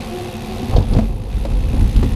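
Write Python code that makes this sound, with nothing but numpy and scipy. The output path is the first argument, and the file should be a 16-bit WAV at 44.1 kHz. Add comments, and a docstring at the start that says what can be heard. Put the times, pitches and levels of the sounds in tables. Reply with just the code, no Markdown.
"""Coasting onto a footbridge

A bicycle coasts along wet asphalt and bumps onto a wooden footbridge, heard from its handlebar.
The freewheel ticks; the tyres hum, spray water and shake the frame. Both wheels strike the edge of the
deck, then boards knock under them while the handlebar shudders and wind rumbles on the microphone."""
import sys
import numpy as np
from scipy import signal
from scipy.fft import rfft, irfft
from scipy.io import wavfile
from scipy.ndimage import uniform_filter1d

SR = 44100
rng = np.random.default_rng(int(sys.argv[2]) if len(sys.argv) > 2 else 0)


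def master_out(mix):
    """Clip the mix to full scale and print it as 16-bit PCM to the path in sys.argv[1]."""
    frames = np.transpose(np.atleast_2d(mix))
    ceiling = np.clip(frames, -1, 1)
    pcm = np.round(ceiling * 32767).astype(np.int16)
    wavfile.write(sys.argv[1], SR, pcm)


N = 94815

# freewheel faders; the spray rides the first too: t/s, snap level/dB, ring level/dB
FREEWHEEL_LEVEL = [(0, -38.5, -47), (.05, -41.5, -43.5), (.4, -42, -43.5), (.72, -41.5, -45.5),
                   (.84, -45.5, -55), (.93, -43.5, -53), (1.0, -45, -56), (1.1, -50, -54),
                   (1.22, -51.5, -58), (1.4, -46.5, -53.5), (1.6, -45.5, -54), (1.8, -43.5, -51),
                   (2.0, -42, -48.5), (2.15, -43, -49)]


def undb(db):
    """Decibels to gain."""
    return 10 ** (np.asarray(db) / 20)


def unit(x):
    """Scale to an rms of one."""
    return x / np.sqrt(np.mean(x ** 2) + 1e-20)


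def curve(table, axis=1):
    """One column of a time table, joined by straight lines."""
    rows = np.array(table)
    return np.interp(np.arange(N) / SR, rows[:, 0], rows[:, axis])


def colour(x, points):
    """EQ through (f/Hz, level/dB) points; rms one."""
    hz, db = np.array(points).T
    f = np.maximum(np.arange(N // 2 + 1) * SR / N, 1)
    gain = undb(np.interp(np.log(f), np.log(hz), db))
    return unit(irfft(rfft(x) * gain, N))


def noise(points):
    """Coloured noise."""
    return colour(rng.standard_normal(N), points)


def resonance(hz, width):
    """A resonance kept ringing by random pushes, with steep skirts."""
    f = np.maximum(np.arange(N // 2 + 1) * SR / N, 1)
    detune = (f / hz - hz / f) * hz / width
    return unit(irfft(rfft(rng.standard_normal(N)) / (1 + 1j * detune) / (1 + .3j * detune), N))


def even(x, span_s):
    """Level out the slow swells of a random vibration."""
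    return x / np.sqrt(uniform_filter1d(x ** 2, max(int(span_s * SR), 2)) + 1e-9)


def burst(age, rise_s, decay_s):
    """A smooth attack and an exponential release."""
    age = np.maximum(age, 0)
    return (1 - np.exp(-(age / rise_s) ** 2)) * np.exp(-age / decay_s)


def drift(rate_hz):
    """Smooth random modulation; rms one."""
    step = int(SR / rate_hz)
    stairs = np.repeat(rng.standard_normal(N // step + 1), step)
    return unit(uniform_filter1d(stairs, step)[:N])


def on_deck():
    """Crossfade from zero on the asphalt to one on the boards."""
    middle_s, crossing_s = 0.74, 0.16
    return np.clip((np.arange(N) / SR - middle_s) / crossing_s + .5, 0, 1)


def freewheel():
    """The pawls snap off each ratchet tooth; the hub rings and sizzles just after them."""
    # tick rate, swinging as the bike pitches: t/s, rate/Hz
    tick_rate = [(0.0, 74.6), (0.2, 83.1), (0.33, 71.7), (0.45, 77.5), (0.58, 84.0), (0.68, 76.1),
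                 (0.78, 58.9), (0.86, 64.6), (0.98, 87.1), (1.05, 86.1), (1.13, 56.2), (1.21, 51.2),
                 (1.34, 76.1), (1.42, 69.9), (1.55, 54.7), (1.7, 66.9), (1.92, 57.0), (2.15, 69.5)]
    # EQ of the snap and of the high ring: f/Hz, level/dB
    snap_eq = [(700, -56), (1300, 1.5), (1700, -0.5), (2150, -0.5), (2600, 8.5), (3100, -4.5), (3800, -1),
               (4700, -2), (5400, -7.5), (6200, -11.5), (7300, -13.5), (9000, -11), (15000, -46)]
    ring_eq = [(5000, -18), (7500, -9), (9400, -9), (10300, -1), (11200, -2.5), (12000, -6), (13000, -3),
               (14000, -12), (15000, -17), (16000, -30)]
    # hub and spoke resonances: f/Hz, level/dB
    hub_modes = [(1760, 4), (2034, 6), (2219, -12.5), (2600, 5), (2738, -11.5), (3283, -1.5), (3413, 0),
                 (3638, 6), (3812, 3), (4156, 0.5), (4588, -1.5), (5640, 0), (6165, -8.5), (6362, 3)]
    # fader of the hub's sizzle: t/s, level/dB
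    sizzle_level = [(0, -50), (.14, -55), (.65, -59.5), (.8, -62), (.93, -45), (1.02, -78), (1.2, -51.5),
                    (1.3, -59), (1.5, -51), (1.75, -53), (1.82, -47), (1.94, -40.5), (1.97, -54),
                    (2.15, -53)]
    jitter_s, ring_lag_s, second_pawl_lag_s = 0.00078, 0.00094, 0.0042
    t, deck = np.arange(N) / SR, on_deck()
    teeth = .56 + np.cumsum(curve(tick_rate)) / SR
    times = np.interp(np.arange(1, int(teeth[-1]) + 1), teeth, t)
    unrest = np.interp(times, t, deck)  # the ticks grow uneven on the boards
    times = times + jitter_s * unrest * rng.standard_normal(len(times))

    def ticks(lag_s, rise_s, decay_s, scatter_db):
        """An envelope with one short swell for every tooth."""
        power = np.zeros(N)
        sizes = undb((scatter_db + 0.34 * unrest) * rng.standard_normal(len(times)))
        for at, size in zip(times + lag_s, sizes):
            part = slice(max(int(at * SR), 0), int((at + .03) * SR))
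            power[part] += (size * burst(t[part] - at, rise_s, decay_s)) ** 2
        return unit(np.sqrt(power))

    hub = unit(sum(undb(db) * resonance(hz, width=78) for hz, db in hub_modes))
    snap = ticks(0, rise_s=0.00031, decay_s=0.0062, scatter_db=1)
    snap *= unit(noise(snap_eq) + undb(-6) * hub)
    first, second = (ticks(ring_lag_s + lag, rise_s=0.0033, decay_s=0.00099, scatter_db=-2)
                     for lag in (0, second_pawl_lag_s))
    ring = unit(np.hypot(first, undb(4.5) * deck * second)) * noise(ring_eq)  # doubles on the boards
    sizzle = ticks(ring_lag_s, rise_s=0.0013, decay_s=0.0067, scatter_db=5.5)
    sizzle *= resonance(hz=10100, width=470)
    return (snap * undb(curve(FREEWHEEL_LEVEL) + 0.5)
            + ring * undb(curve(FREEWHEEL_LEVEL, axis=2) - 3)
            + sizzle * undb(curve(sizzle_level) - 3.5))


def spray():
    """Wet tyres hiss and fling droplets, swelling and sinking with the freewheel's snap."""
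    # EQ of the flung water: f/Hz, level/dB
    water_eq = [(500, -21.5), (1000, -6.5), (1600, -11), (3500, -7), (5000, -15.5), (8000, -22),
                (12000, -24), (16000, -44)]
    drops_per_s = 740
    drops = (rng.random(N) < drops_per_s / SR) * rng.standard_normal(N)
    drops *= undb(1.9 * rng.exponential(size=N))  # a few stand out
    hiss = undb(-1) * noise(water_eq)
    patter = undb(-7.5) * colour(drops, water_eq)
    return undb(curve(FREEWHEEL_LEVEL)) * (hiss + patter)


def tread():
    """The tread hums on asphalt and the frame's lowest tube drones; both waver and die on the boards."""
    # tread hum: t/s, f/Hz, level/dB
    hum = [(0, 357.6, -40), (.08, 363.9, -43), (.13, 362.3, -30), (.22, 364, -33.5), (.29, 353.8, -34),
           (.4, 358.5, -39.5), (.47, 354.2, -34.5), (.52, 356.7, -30.5), (.56, 364, -39), (.6, 370, -31.5),
           (.68, 370.5, -36.5), (.76, 360, -56)]
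    hum_waver_hz, drone_hz, drone_waver_hz, flutter_db = 9.4, 220.2, 7.3, 3
    phase = 2 * np.pi * np.cumsum(curve(hum) + hum_waver_hz * drift(50.3)) / SR
    fundamental = np.sin(phase) * undb(flutter_db * drift(39.1))
    octave = np.sin(2 * phase) * undb(-9 + flutter_db * drift(42.3))
    tone = (fundamental + octave) * undb(curve(hum, axis=2))
    drone_phase = 2 * np.pi * np.cumsum(drone_hz + drone_waver_hz * drift(29.5)) / SR
    drone = np.sin(drone_phase) * undb(-38 + flutter_db * drift(30.8))
    return np.sqrt(2) * (tone + drone) * (1 - on_deck())


def frame():
    """The ground's texture keeps the frame ringing; its tone shifts from asphalt to boards."""
    # frame resonances: f/Hz, width/Hz, level on asphalt/dB, level on the deck/dB
    low_modes = [(95.1, 38.6, 0, 2), (127.3, 25, -6.5, -3.5), (219.1, 22.2, 0.5, -4),
                 (203.6, 41, -8.5, -9.5), (272, 56, -34, -9.5)]
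    mid_modes = [(376, 92, -5.5, -3.5), (401, 140, -3.5, -1.5), (463, 76, -9, -8.5), (511.4, 26, -3, -1.5),
                 (741.4, 97, -1.5, -5.5), (827, 180, -8.5, -5), (1075, 126, -9, -15)]
    # how hard the ground shakes the bike: t/s, low level/dB, mid level/dB
    shake = [(0, -29, -32), (.1, -29.5, -32.5), (.45, -27, -33.5), (.58, -27, -31), (.68, -23.5, -32.5),
             (.76, -26, -24.5), (.81, -14.5, -28), (.86, -25.5, -35), (.93, -17, -30), (.98, -16, -27.5),
             (1.08, -23.5, -36), (1.3, -31, -36.5), (1.44, -26, -37.5), (1.53, -24, -33), (1.64, -24, -35),
             (1.74, -20.5, -32.5), (1.82, -17, -33), (1.92, -23, -36), (1.98, -17, -35.5),
             (2.05, -13.5, -35.5), (2.1, -20, -34), (2.15, -27.5, -35.5)]
    deck = on_deck()

    def band(modes):
        """A bank of resonances held at a steady level."""
        ringing = sum(resonance(hz, width) * undb(road_db + deck * (deck_db - road_db))
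                      for hz, width, road_db, deck_db in modes)
        return even(ringing, span_s=0.11)

    lows = band(low_modes) * undb(curve(shake) - 2)
    mids = band(mid_modes) * undb(curve(shake, axis=2) - 1.5)
    return lows + mids


def rumble():
    """Wind buffets the microphone, and on the boards the handlebar shudders."""
    # EQ of the wind: f/Hz, level/dB
    wind_eq = [(10, -24), (25, 3.5), (45, 5.5), (70, -1.5), (120, -11), (250, -19), (600, -69),
               (16000, -130)]
    # fader for wind and shudder together: t/s, level/dB
    rumble_level = [(0, -30.5), (.27, -43), (.48, -35.5), (.56, -30), (.68, -36), (.745, -17), (.82, -20),
                    (.87, -24.5), (.92, -15), (1.0, -20.5), (1.06, -18.5), (1.13, -22), (1.2, -28),
                    (1.32, -25), (1.37, -15), (1.47, -25.5), (1.52, -15.5), (1.6, -15), (1.72, -21.5),
                    (1.85, -10), (1.91, -25), (1.98, -11), (2.08, -21.5), (2.15, -13.5)]
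    shudder = even(resonance(hz=43.35, width=13.7), span_s=0.073) * undb(0.5) * on_deck()
    wind = noise(wind_eq) * undb(-8.5)
    return even(shudder + wind, span_s=0.0544) * undb(curve(rumble_level) + 1.5)


def blows():
    """Each blow thuds and rings in the frame, knocks and cracks on the boards and rattles loose metal."""
    # hits from the deck's edge and boards:
    # t/s, thud/dB, tube ring/dB, tube f/Hz, knock/dB, knock f/Hz, crack/dB, rattle/dB
    hits = [(0.627, -19, -18, 241, -33, 549, -48, -41), (0.696, -15, -33, 220, -27, 474, -44, -46),
            (.733, -11.5, -35, 212, -18.5, 733, -29.5, -46), (0.762, -18, -47, 226, -6.5, 491, -39, -25),
            (.765, -32, -29, 223, -12.5, 675, -44, -32), (.782, -1.5, -35, 214, -34, 480, -33, -32),
            (0.825, -21, -31, 222, -48, 540, -44, -35), (0.934, -14.5, -40, 216, -33, 486, -34, -26.5),
            (.950, -43, -33, 254, -11.5, 508, -44, -43), (0.966, -2.5, -23, 240, -14, 479, -26, -37),
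            (0.985, -16, -6, 219.5, -14.5, 477, -26, -39), (.989, -35, -38, 218, -13.5, 666, -38, -48),
            (1.450, -30, -26.5, 313, -14, 558, -28, -34.5), (1.510, -26, -38, 220, -25, 510, -34, -56),
            (1.733, -26, -18, 278, -16.5, 376, -42, -50), (1.766, -16.5, -25, 225, -21, 554, -36, -39),
            (1.962, -15, -43, 228, -25, 500, -30, -28.5), (2.028, -14, -20, 263.4, -9, 356, -23.5, -45)]
    # the frame's thud: f/Hz, level/dB, t60/s
    thud_modes = [(95, 2, 0.091), (135, 1, 0.023), (204, -17, 0.035)]
    # a board's knock: multiple of its pitch, level/dB, t60/s
    knock_modes = [(1, -0.5, 0.054), (1.18, -15, 0.12), (1.42, -13.5, 0.056), (1.9, -17, 0.028),
                   (2.5, -21, 0.011)]
    # EQ of the wooden crack and of the metal rattle: f/Hz, level/dB
    crack_eq = [(400, -2), (1000, 6.5), (1500, -1.5), (2100, -3.5), (3500, -10.5), (7000, -17.5),
                (15000, -34)]
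    rattle_eq = [(1500, -25), (2600, -8), (3300, 8), (4900, 5.5), (5800, -6), (7500, -11), (10000, -25),
                 (15000, -38)]
    rise_s = 0.0012
    t, out = np.arange(N) / SR, np.zeros(N)
    crack, rattle = noise(crack_eq), noise(rattle_eq)
    for at, thud_db, tube_db, tube_hz, knock_db, knock_hz, crack_db, rattle_db in hits:
        part = slice(int(at * SR), int((at + .3) * SR))
        age = np.maximum(t[part] - at, 0)
        for modes, scale, strength_db in ((thud_modes, 1, thud_db), (knock_modes, knock_hz, knock_db)):
            for f, db, t60 in modes:
                envelope = burst(age, rise_s, t60 / np.log(1000))
                out[part] += undb(strength_db + db) * np.sin(2 * np.pi * f * scale * age) * envelope
        tube = np.sin(2 * np.pi * tube_hz * age)
        out[part] += undb(tube_db) * tube * burst(age, rise_s, decay_s=0.024)
        out[part] += undb(crack_db) * crack[part] * burst(age, rise_s, decay_s=0.0081)
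        out[part] += undb(rattle_db) * rattle[part] * burst(age, rise_s, decay_s=0.0062)
    return out


def jolts():
    """A hard bump sets the handlebar swinging for a few cycles."""
    # the wheels drop onto the deck: t/s, level/dB
    bumps = [(0.751, 0), (0.9, -13), (1.964, -6.5)]
    swing_hz = 38
    t, out = np.arange(N) / SR, np.zeros(N)
    for at, db in bumps:
        swing = np.sin(2 * np.pi * swing_hz * (t - at))
        out += undb(db) * swing * burst(t - at, rise_s=0.0022, decay_s=0.033)
    return out


def scene():
    """The mono mix at the handlebar."""
    rolling = frame()
    return (freewheel() + spray() + tread() + rolling + rumble() + jolts() + blows())[None]


def record(dry):
    """Soft-clip the highest peaks, fade both ends and cut the top."""
    fade_s, top_hz = .004, 15500
    rounded = dry / (1 + dry ** 6) ** (1 / 6)
    edge = np.minimum(np.arange(N), np.arange(N)[::-1]) / (fade_s * SR)
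    lowpass = signal.ellip(8, .2, 70, top_hz, fs=SR, output="sos")
    return signal.sosfilt(lowpass, rounded * np.minimum(edge, 1))


dry = scene()
out = record(dry)
master_out(out)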